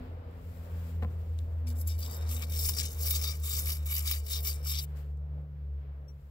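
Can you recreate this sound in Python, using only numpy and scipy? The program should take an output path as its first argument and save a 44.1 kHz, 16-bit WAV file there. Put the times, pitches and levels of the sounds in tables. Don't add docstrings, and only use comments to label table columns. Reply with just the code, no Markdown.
import sys
import numpy as np
from scipy import signal
from scipy.fft import rfft, irfft, next_fast_len
from scipy.io import wavfile
from scipy.ndimage import uniform_filter1d, map_coordinates

SR = 44100
rng = np.random.default_rng(int(sys.argv[2]) if len(sys.argv) > 2 else 0)


def boost(x):
    u = np.asarray(x, float) / 20
    return 10 ** u


def persist_wave(psi):
    counts = np.round(np.clip(psi, -1, 1) * 32767).astype(np.int16)
    wavfile.write(sys.argv[1], SR, np.atleast_2d(counts).T)


N = 278182
TIME = np.arange(N) / SR
FAST = next_fast_len(N)
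FREQ = np.maximum(np.fft.rfftfreq(FAST, 1 / SR), 1)


def level(x, db):
    return x * boost(db) / np.sqrt(np.mean(x ** 2))


def curve(table):
    return np.interp(TIME, *np.transpose(table))


def colour(x, points):
    hz, db = np.transpose(points)
    gain = boost(np.interp(np.log(FREQ), np.log(hz), db))
    return irfft(rfft(x, FAST) * gain, FAST)[..., :N]


def ring(x, hz, width):
    quality = hz / np.clip(width, 1, SR / 4)
    return signal.lfilter(*signal.iirpeak(hz, quality, SR), x)


def walk(rate):
    k = int(SR / rate)
    held = np.repeat(rng.standard_normal(N // k + 1), k)
    return 2.15 * uniform_filter1d(uniform_filter1d(held, k), k)[:N]


def late(x, samples):
    return map_coordinates(x, [np.arange(N) - samples], order=3, mode="nearest")


def wide(points, lag, half_hz):
    left, other = rfft(rng.standard_normal((2, FAST)))
    alike = 1 / (1 + (FREQ / half_hz) ** 2)
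    delayed = left * np.exp(-2j * np.pi * FREQ * lag / SR)
    right = alike * delayed + np.sqrt(1 - alike ** 2) * other
    pair = irfft(np.array([left, right]), FAST)[:, :N]
    return level(colour(pair, points), 0)


def patchy(x, centres_hz, sharp, depth_db, rate):
    return sum(boost(depth_db * walk(rate)) * ring(x, hz, hz / sharp) for hz in centres_hz)


def hump(s, rise, fall):
    at = np.arange(max(int((s - rise) * SR), 0), min(int((s + fall) * SR), N))
    place = np.clip((TIME[at] - s) / np.where(TIME[at] < s, rise, fall), -1, 1)
    return at, place, np.cos(place * np.pi / 2)


def faded(table, fades):
    db = curve(table)
    for s, depth_db, half in fades:
        at, _, dip = hump(s, half, half)
        db[at] += depth_db * dip ** 2
    return db


# t/s, f/Hz
BLADE_RATE = [(0.0, 83.3), (0.07, 85.2), (0.16, 83.87), (0.68, 84.2), (1.03, 82.35), (4.3, 73.34),
              (4.92, 73.27), (5.04, 71.9), (5.5, 74), (5.62, 71), (6.25, 70.67), (6.31, 71.6)]
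# t/s, level/dB
FIRST_TONE = [(0, -46.5), (.13, -38), (.35, -44), (.49, -35), (.75, -34.5), (.9, -35.5), (1.03, -29),
              (1.2, -32), (1.7, -31), (2.3, -30), (2.8, -32.5), (3.02, -31), (4.2, -32), (4.9, -33.5),
              (5.3, -34.5), (5.5, -40.5), (5.74, -34), (6.31, -46)]
SECOND_TONE = [(0.0, -50.5), (0.23, -76), (0.26, -57.5), (1.02, -48.5), (1.51, -62), (2.49, -51.5),
               (3.99, -51), (4.2, -59.5), (4.57, -48), (5.57, -44.5), (6.2, -53.5), (6.31, -66)]
THIRD_TONE = [(0, -57), (.3, -63), (1.05, -61), (1.3, -67), (1.7, -55.5), (2.2, -59.5), (2.4, -54.5),
              (2.9, -69.5), (4.2, -73.5), (6.31, -71)]
# t/s, depth/dB, half length/s
AIR_FADES = [
    [(1.25, -4, 0.042), (3.62, -4, 0.053), (6.2, -10.5, 0.046), (.246, -4, 0.037), (.41, -11, 0.077),
     (.558, -12, 0.054), (.66, -9, 0.093), (.87, -1.5, 0.12), (1.12, -5.5, 0.072), (1.5, -3, 0.058),
     (2.11, -5.5, 0.18), (2.44, -4, 0.077), (2.92, -7, 0.082), (3.35, -4, 0.047), (3.5, -4.5, 0.076),
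     (3.76, -3.5, 0.047), (4.28, -5, 0.062), (4.474, -5.5, 0.024), (4.6, -4.5, 0.039), (4.86, -4, 0.084),
     (5.03, -3, 0.093), (5.28, -3, 0.038), (5.468, -3, 0.058), (5.564, -5.5, 0.042), (5.844, -4, .05),
     (5.95, -2.5, 0.032), (6.07, -3, 0.039)],
    [(.2, -12, 0.064), (1.45, -10, 0.044), (1.6, -23, 0.067), (1.93, -2, 0.048), (2.31, -6, .05),
     (2.61, -5, 0.063), (2.96, -6, 0.061), (3.49, -18, 0.048), (4.19, -12, 0.057), (5.95, -9.5, .05)],
]
# multiple of the blade rate, level against the roar/dB
HIGH_TONES = [(5, -25), (6, -9)]


def blade_tones(roar_db):
    phase = 2 * np.pi * np.cumsum(curve(BLADE_RATE)) / SR
    levels_db = [faded(FIRST_TONE, AIR_FADES[0]) + 0.44 * walk(25),
                 faded(SECOND_TONE, AIR_FADES[1]) + 0.73 * walk(14),
                 faded(THIRD_TONE, []) + 2.2 * walk(14)]
    tones = np.zeros(N)
    for k, db in enumerate(levels_db):
        strength = np.sqrt(2) * uniform_filter1d(boost(db), size=900)
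        tones += strength * np.sin((k + 1) * phase + 0.13 * k ** 2 * walk(12))
    for k, db in HIGH_TONES:
        tones += boost(roar_db + db + 3 * walk(5)) * np.sin(k * phase + 1.2 * walk(12))
    return tones


# t/s, level/dB
ROAR_LEVEL = [
    (0.0, -56),
    (.6, -56),
    (1.3, -56.5),
    (1.9, -56),
    (2.93, -54.5),
    (4.36, -60.5),
    (4.9, -59),
    (5.16, -64),
    (5.9, -63.5),
    (6.31, -66.5),
]
# f/Hz, level/dB per Hz
ROAR_SPECTRUM = [(15, -38), (28, -16.5), (50, -10), (75, -9), (105, -12.5), (190, -27.5), (260, -24),
                 (340, -28.5), (480, -22), (800, -31.5), (1500, -37.5), (3000, -48), (5000, -56),
                 (8000, -91)]


def plane():
    roar_db = curve(ROAR_LEVEL)
    tones = blade_tones(roar_db)
    even = wide(ROAR_SPECTRUM, lag=14.7, half_hz=628.0)
    gusty = patchy(even, 25 * 2 ** np.arange(0, 8.6, .5), sharp=0.87, depth_db=2.5, rate=9)
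    roar = level(gusty, 8.47) * boost(roar_db)
    ports = np.array([tones * boost(-1.35), late(tones, 7.3) * boost(-1.9)])
    return ports + roar * boost(np.array([[.6], [-.6]]))


# f/Hz, level/dB per Hz
HISS_SPECTRUM = [(3500, -24), (5500, -3.5), (8000, -15.5), (9000, -19), (10800, -20), (11200, 0.5),
                 (13500, -7.5), (15600, -5.5), (16500, -5.5)]


def hiss():
    noise = level(wide(HISS_SPECTRUM, lag=1, half_hz=100.), -85.5)
    return noise * boost(np.array([[2.5], [-3]]))


# fastest at t/s, rise/s, fall/s, level/dB
SLEEVE_MOVES = [(0, .05, 0.3, -76.5), (.55, 0.32, 0.26, -70.5), (.86, 0.35, 0.16, -65.5),
                (1.034, 0.021, 0.025, -68), (1.22, 0.55, 0.36, -74), (1.39, 0.019, 0.041, -71),
                (1.105, .008, 0.064, -80), (1.3, 0.094, 0.08, -83), (1.5, 0.2, 0.35, -76.5),
                (4.89, 0.099, 0.32, -75.5), (4.965, 0.018, 0.078, -68), (6.088, 0.016, 0.034, -79.5),
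                (6.31, 0.24, 0.083, -80)]
# f/Hz, level/dB per Hz
CLOTH_SPECTRUM = [(880, -12), (1500, -5.5), (2220, -6.5), (3660, -11.5), (5310, -12), (6690, -16),
                  (7250, -8.5), (9310, -18), (15200, -5.5), (16000, -14), (16500, -36)]


def sleeve():
    swell = np.full(N, boost(-88))
    for s, rise, fall, db in SLEEVE_MOVES:
        at, _, speed = hump(s, rise, fall)
        swell[at] += boost(db) * speed ** 1.5
    rub = wide(CLOTH_SPECTRUM, lag=10.0, half_hz=900.) * boost(.8 * walk(40))
    return swell * rub * boost(np.array([[5.5], [-.5]]))


# t/s, peak level/dB, f/Hz, width/Hz
SMALL_TICKS = [(0.312, -72, 10810, 6000), (1.0234, -56, 2200, 1300), (1.033, -59, 2400, 2500),
               (2.1124, -43, 13000, 6000), (2.027, -45, 6500, 6004), (1.1, -79, 9000, 7900),
               (1.383, -69, 8090, 2000), (1.389, -52, 3946, 4520), (4.834, -45, 14140, 30.23),
               (4.962, -66, 5987, 8960), (4.971, -59, 6000, 8620), (5.173, -75, 6500, 1990),
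               (5.414, -81, 10500, 2965), (2.436, -54, 1250, 300), (2.694, -43, 1050, 250),
               (3.603, -49, 1450, 300), (2.08, -51, 1050, 150), (4.659, -48, 1220, 201),
               (6.079, -58, 5650, 24.85), (6.083, -72, 8400, 890), (6.1, -72, 15560, 300),
               (6.101, -77, 9900, 35)]


def ticks():
    sound = np.zeros(N)
    for s, db, hz, width in SMALL_TICKS:
        at = int(s * SR)
        puff = rng.standard_normal(2000) * np.exp(-TIME[:2000] / 0.0016)
        band = ring(ring(puff, hz, 3 * width), hz, width)
        sound[at:at + 2000] += boost(db + 13.5) * band * np.sqrt(8000 / width)
    return np.array([sound, boost(-11.0) * late(sound, 11.0)])


# t/s, peak level/dB
HANDLE_BLOWS = [
    (1.025, -43.5),
    (1.028, -40.5),
    (1.035, -43),
    (1.043, -51),
    (1.048, -41.5),
]
# f/Hz, width/Hz, level/dB
PLYWOOD_MODES = [(214, 34, 17.5), (483, 43, 12), (704, 55, 7), (1020, 44, 6.5), (1300, 36, 2),
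                 (1730, 270, -10), (2800, 1400, -45)]


def knocks():
    blows = np.zeros(N)
    for s, db in HANDLE_BLOWS:
        blows[int(s * SR)] = boost(db) * rng.choice([-1, 1])
    contact_s = .00006
    soft = np.exp(-.5 * (np.arange(-60, 61) / (contact_s * SR)) ** 2)
    blows = np.convolve(blows, soft / soft.sum(), "same")
    wood = boost(35.5) * sum(boost(db) * ring(blows, hz, width) for hz, width, db in PLYWOOD_MODES)
    return np.array([wood, boost(-2.0) * late(wood, 6.2)])


def flicks(rate, spread_db, length):
    strength_db = spread_db * np.minimum(rng.exponential(size=N), 4.5)
    size = (rng.random(N) < rate / SR) * boost(strength_db)
    return level(signal.lfilter([1], [1, -np.exp(-1 / (length * SR))], size), 0)


# fastest at t/s, rise/s, fall/s, pressure level/dB, bristle tips level/dB
BRUSH_STROKES = [(1.685, 0.025, 0.053, -51.5, -2), (1.8, 0.058, 0.043, -67, 9),
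                 (1.889, 0.032, 0.1, -50, -3), (2.051, 0.05, 0.078, -57.5, 5),
                 (2.142, .055, 0.058, -53.5, 7.5), (2.21, 0.015, 0.029, -62, -3),
                 (2.321, 0.047, 0.16, -48, 6.5), (2.425, 0.018, 0.019, -51.5, 3),
                 (2.651, 0.18, 0.14, -40, 3.5), (2.799, 0.064, 0.12, -38, -7.5), (3.1, 0.16, 0.16, -42, 6),
                 (3.258, 0.073, .12, -38, 1), (3.542, 0.14, 0.12, -38, 1.5),
                 (3.706, 0.088, 0.091, -40, 0.5), (3.956, 0.09, .09, -40, 7), (4.103, 0.095, .12, -41.5, 4),
                 (4.343, 0.097, 0.084, -39, -3.5), (4.476, 0.056, 0.1, -41, 3.5),
                 (4.704, 0.077, 0.075, -37.5, -2), (4.79, 0.077, 0.037, -42.5, -8.5),
                 (4.84, 0.039, 0.014, -53.5, 16), (2.925, .04, 0.055, -57.5, 6.5),
                 (3.87, 0.015, 0.056, -53.5, 15.5), (1.995, 0.011, 0.046, -64, 18)]
# body/dB, low face/dB, high face/dB, rim/dB, finest tips/dB
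STROKE_BEARING = [(0, -2, -2, 0, -2), (-10, -9, 3, 4, -5), (3.5, -.7, -1, -2, -.7), (-9, .7, -8, 2, .7),
                  (-15, 1, 6, -0.5, .7), (4, 1, 3, .7, -4), (1.2, -7, 0, 1.5, -1.5), (14, -7, -2, -6, -1.5),
                  (0, -0.9, 1, 0.2, -0.3), (-2.5, -1.5, 3, 1.3, -.7), (-1.5, -1, 2, -0.9, 2),
                  (-.7, 0.5, 1.5, -.7, -0.5), (0.5, -0.5, -2, -0.7, 2.5), (2.5, -3, -1.2, -1.3, 1),
                  (0.5, -2.5, -3.5, 0, 1.5), (2, 1, -2.5, 1.5, 1.5), (-2, 1.9, -0.5, 0.3, 2),
                  (-2, -1.9, -1.8, 0.3, .7), (0.2, -1.2, -.7, -2, 0.5), (1.5, 2, 4, -1.5, 1.5),
                  (0.5, -9, 0, 4, 1.5), (-7, -1.5, 1, 3, 0.5), (3, 0, -2.5, -2, -3), (-4, -2.5, 1, -9, 1)]
REST_PARTS = [0, 0.5, -0.5, 3, -1, -2.5]
PART_STREAM = [0, 1, 1, 2, 3, 3]
# level/dB, speed exponent, change along a stroke/dB
PART_DB = [-3, 0.54, 0.2, 3, -2.5, -2.5]
PART_SHARP = [1.6, 2.25, 2.25, 1.59, 2.2, 2.03]
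PART_LEAN_DB = [-1.5, -1.5, -2, -2, -2, -2.5]


def pressure():
    first_touch_s, touch_s, lift_s = 1.672, 1.98, 4.855
    rest = boost(np.where(TIME > touch_s, -60.5, -71)) * (TIME > first_touch_s) * (TIME < lift_s)
    press = np.outer(boost(np.array(REST_PARTS)), rest)
    tips_share = np.array([0.31, 0.086, 0.25, 0.78])[PART_STREAM]
    for (s, rise, fall, db, tips_db), bearing_db in zip(BRUSH_STROKES, STROKE_BEARING):
        at, place, speed = hump(s, rise, fall)
        part_db = db + np.array(PART_DB) + tips_db * tips_share + np.insert(bearing_db, 4, 0)
        lean_db = np.outer(PART_LEAN_DB, place)
        press[:, at] += boost(part_db[:, None] + lean_db) * speed ** np.array(PART_SHARP)[:, None]
    return press


# t/s, peak level/dB, ring of the cover/dB, bright part/dB
TUFT_CATCHES = [(1.6702, -36, -2.5, -16), (1.8121, -31, -15.5, -11), (1.8734, -16.5, -41, -15.5),
                (1.9877, -45, -16, -6), (2.0284, -38.5, 7, -15), (2.0606, -32, -0.5, -14),
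                (2.1129, -38, -19, -5), (2.4216, -31, -1, -9), (2.435, -31, -1, -9),
                (2.4981, -32.5, -8, -9), (2.5205, -27, -15, -9), (2.656, -21, -15, -11.5),
                (2.689, -16, -5.5, -12.5), (2.7834, -22.5, -11, -11.5), (2.8524, -25, -8, -13),
                (3.0199, -28, -20, -8), (3.107, -20.5, -6, -4), (3.1492, -23, -9, -9),
                (3.1596, -19.5, -8, -9), (3.2381, -21.5, -3, -10), (3.399, -32.5, -17, -7),
                (3.435, -29.5, -27, -14), (3.858, -32, -27, 1), (4.074, -25, -6, -20.5),
                (4.111, -19, -10, -0.5), (4.265, -28.5, -6.5, -13), (4.4382, -26, -18, -13),
                (4.471, -19.5, -7, -7), (4.6474, -34.5, -18, -7), (4.786, -16, -10, -11),
                (1.7267, -49.5, -19, -8), (1.7546, -51, -10, -5), (1.786, -48, -8, -11),
                 (1.889, -40, -10, -10), (2.05, -39, 4, -9), (2.097, -38, -3, -6), (2.2226, -41, -2, -13),
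                 (2.257, -53, -3, -12), (2.2736, -41, -7, -9), (2.2914, -40, -1, -9),
                 (2.348, -33.5, -18, -9), (2.3657, -33, -7, -9), (2.5916, -26.5, -11, -10),
                 (2.7358, -31.5, -2, -10.5), (2.7484, -30, -5, -8.5), (2.7664, -24, -7, -11),
                 (2.7944, -26, -1, -13), (2.9162, -35, -18, -6), (2.9698, -41, -23, -3),
                 (2.9897, -35, -26, -5.5), (2.93, -36, -14, -10), (2.947, -37, -14, -10),
                 (3.355, -36, -14, -11), (3.37, -35, -14, -11), (4.18, -35, -14, -9),
                 (4.195, -35, -12, -10), (4.58, -40, -12, -10), (4.511, -31, -14, -7),
                 (3.295, -29.5, -13, -11), (3.4576, -24.5, -14, -11.5), (3.493, -25, -26, -9),
                 (3.566, -25, -9, -13), (3.659, -33, 1, -9), (3.701, -25.5, -1, -9.5),
                 (3.717, -27, -10, -12), (3.7677, -32, -11, -13.5), (4.001, -30, -10, -16),
                 (4.0588, -34.5, -4, -11), (4.2501, -38, -8, -9), (4.2814, -33, -18, -10),
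                 (4.3327, -28, -2, -14), (4.4502, -28, -3, -17), (4.559, -34.5, -8, -11),
                 (4.6281, -43, -13, -2), (4.6684, -30, -26, -11), (4.695, -28, -4, -8)]


def catches():
    drive = np.zeros((len(PART_STREAM), N))
    t = TIME[:2000]
    grip = 1 - np.exp(-t / .0012)
    snap = 1.1 * np.exp(-t / 0.00032)
    for s, db, ring_db, bright_db in TUFT_CATCHES:
        at = int(s * SR)
        decay_s = 0.0051 * boost(0.14 * (db + 26.5))
        burst = boost(db - 13.5) * (grip * np.exp(-t / decay_s) + snap)
        stream_db = np.array([ring_db + 1.5, ring_db + 6.0, -1.5, bright_db + 8.0])
        drive[:, at:at + 2000] += np.outer(boost(stream_db)[PART_STREAM], burst)
    return drive


def joined(bands, edges_hz):
    above = [1] + [1 / (1 + (hz / FREQ) ** 12) for hz in edges_hz] + [0]
    spectra = rfft(bands, FAST)
    return irfft(sum((a - b) * x for a, b, x in zip(above, above[1:], spectra)), FAST)[:N]


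def bristle_force():
    common = flicks(rate=1500.0, spread_db=3.5, length=0.003)
    own = np.array([flicks(rate=700., spread_db=3.0, length=.0014) for _ in range(4)])
    wires = flicks(rate=200.0, spread_db=2.0, length=0.000096)
    drive = (.5 * common + 0.59 * own[PART_STREAM] + 0.13 * wires) * pressure() + catches()
    edges_hz = [3280.0, 5000., 6500., 10500., 13000.]
    return np.array([joined(drive * rng.standard_normal(N), edges_hz) for _ in range(2)])


MODE_HZ = [1220, 2305, 2960, 3722, 4705, 5313, 5645, 7510, 7938, 9840, 11070, 11505, 12165, 13300, 14045,
           14610, 15260, 15585]
# width/Hz, level/dB
MODE_SHAPE = [(120, -12.5), (69, 0.5), (68.2, -4.5), (54, 2), (48, 3), (90, 2.5), (129, -5.5), (250, -6),
              (44.3, -13.5), (50, -6), (89.9, -13), (70, -4), (99, 0), (149, -10), (109.9, 1), (90, -10),
              (85, 0), (70.1, 2.5)]


def cover_modes(force):
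    sound = 0
    for hz, (width, db) in zip(MODE_HZ, MODE_SHAPE):
        coupling_db = 4.6 * np.tanh(walk(26)) + 1.5 * np.tanh(walk(7))
        sound = sound + boost(db) * ring(force * boost(coupling_db), hz, width)
    return sound


# f/Hz, level/dB per Hz
SCRATCH_SPECTRUM = [(470, -26), (800, -29), (1690, -13), (2320, -5), (3220, -5.5), (3700, -4), (5480, -3.5),
                    (10300, -8), (15100, 2.5), (15900, -8), (16500, -20.5)]


def scratch(force):
    centres_hz = 900 * 2 ** np.arange(0, 4.3, .4)
    return patchy(colour(force, SCRATCH_SPECTRUM), centres_hz, sharp=2.81, depth_db=3.0, rate=23)


# t/s, lag of the right port/samples
COVER_LAG = [
    (1.8, 11.7),
    (2.7, 8.4),
    (3.2, 8.4),
    (3.6, 7.86),
    (4.0, 7.8),
    (4.6, 9.74),
]
# f/Hz, level/dB
RIGHT_RESPONSE = [(700, -15.5), (1300, 4), (2300, -11), (3600, -4), (4400, -5), (5000, -15.5), (5600, -6),
                  (7900, -7), (8900, -23.5), (9300, 3.5), (10200, -18.5), (11100, 6), (12800, -3),
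                  (15500, -1.5)]


def brush():
    force = bristle_force()
    left, other = boost(10.5) * (cover_modes(force) + boost(-10.0) * scratch(force))
    alike = np.clip(.88 - .3 * FREQ / 12000, 0, 1)
    delayed = late(left, curve(COVER_LAG))
    mixed = alike * rfft(delayed, FAST) + np.sqrt(1 - alike ** 2) * rfft(other, FAST)
    right = irfft(mixed, FAST)[:N]
    return np.array([left, colour(right, RIGHT_RESPONSE)])


def scene():
    return plane() + hiss() + sleeve() + ticks() + knocks() + brush()


def top_cut(x):
    return signal.sosfilt(signal.butter(12, 17020, fs=SR, output="sos"), x)


def record(dry):
    top_hz = 15840
    cut = colour(dry, [(top_hz - 110, 0), (top_hz - 40, -9), (top_hz + 10, -11), (top_hz + 90, -70)])
    return top_cut(cut)


dry = scene()
out = record(dry)
persist_wave(out)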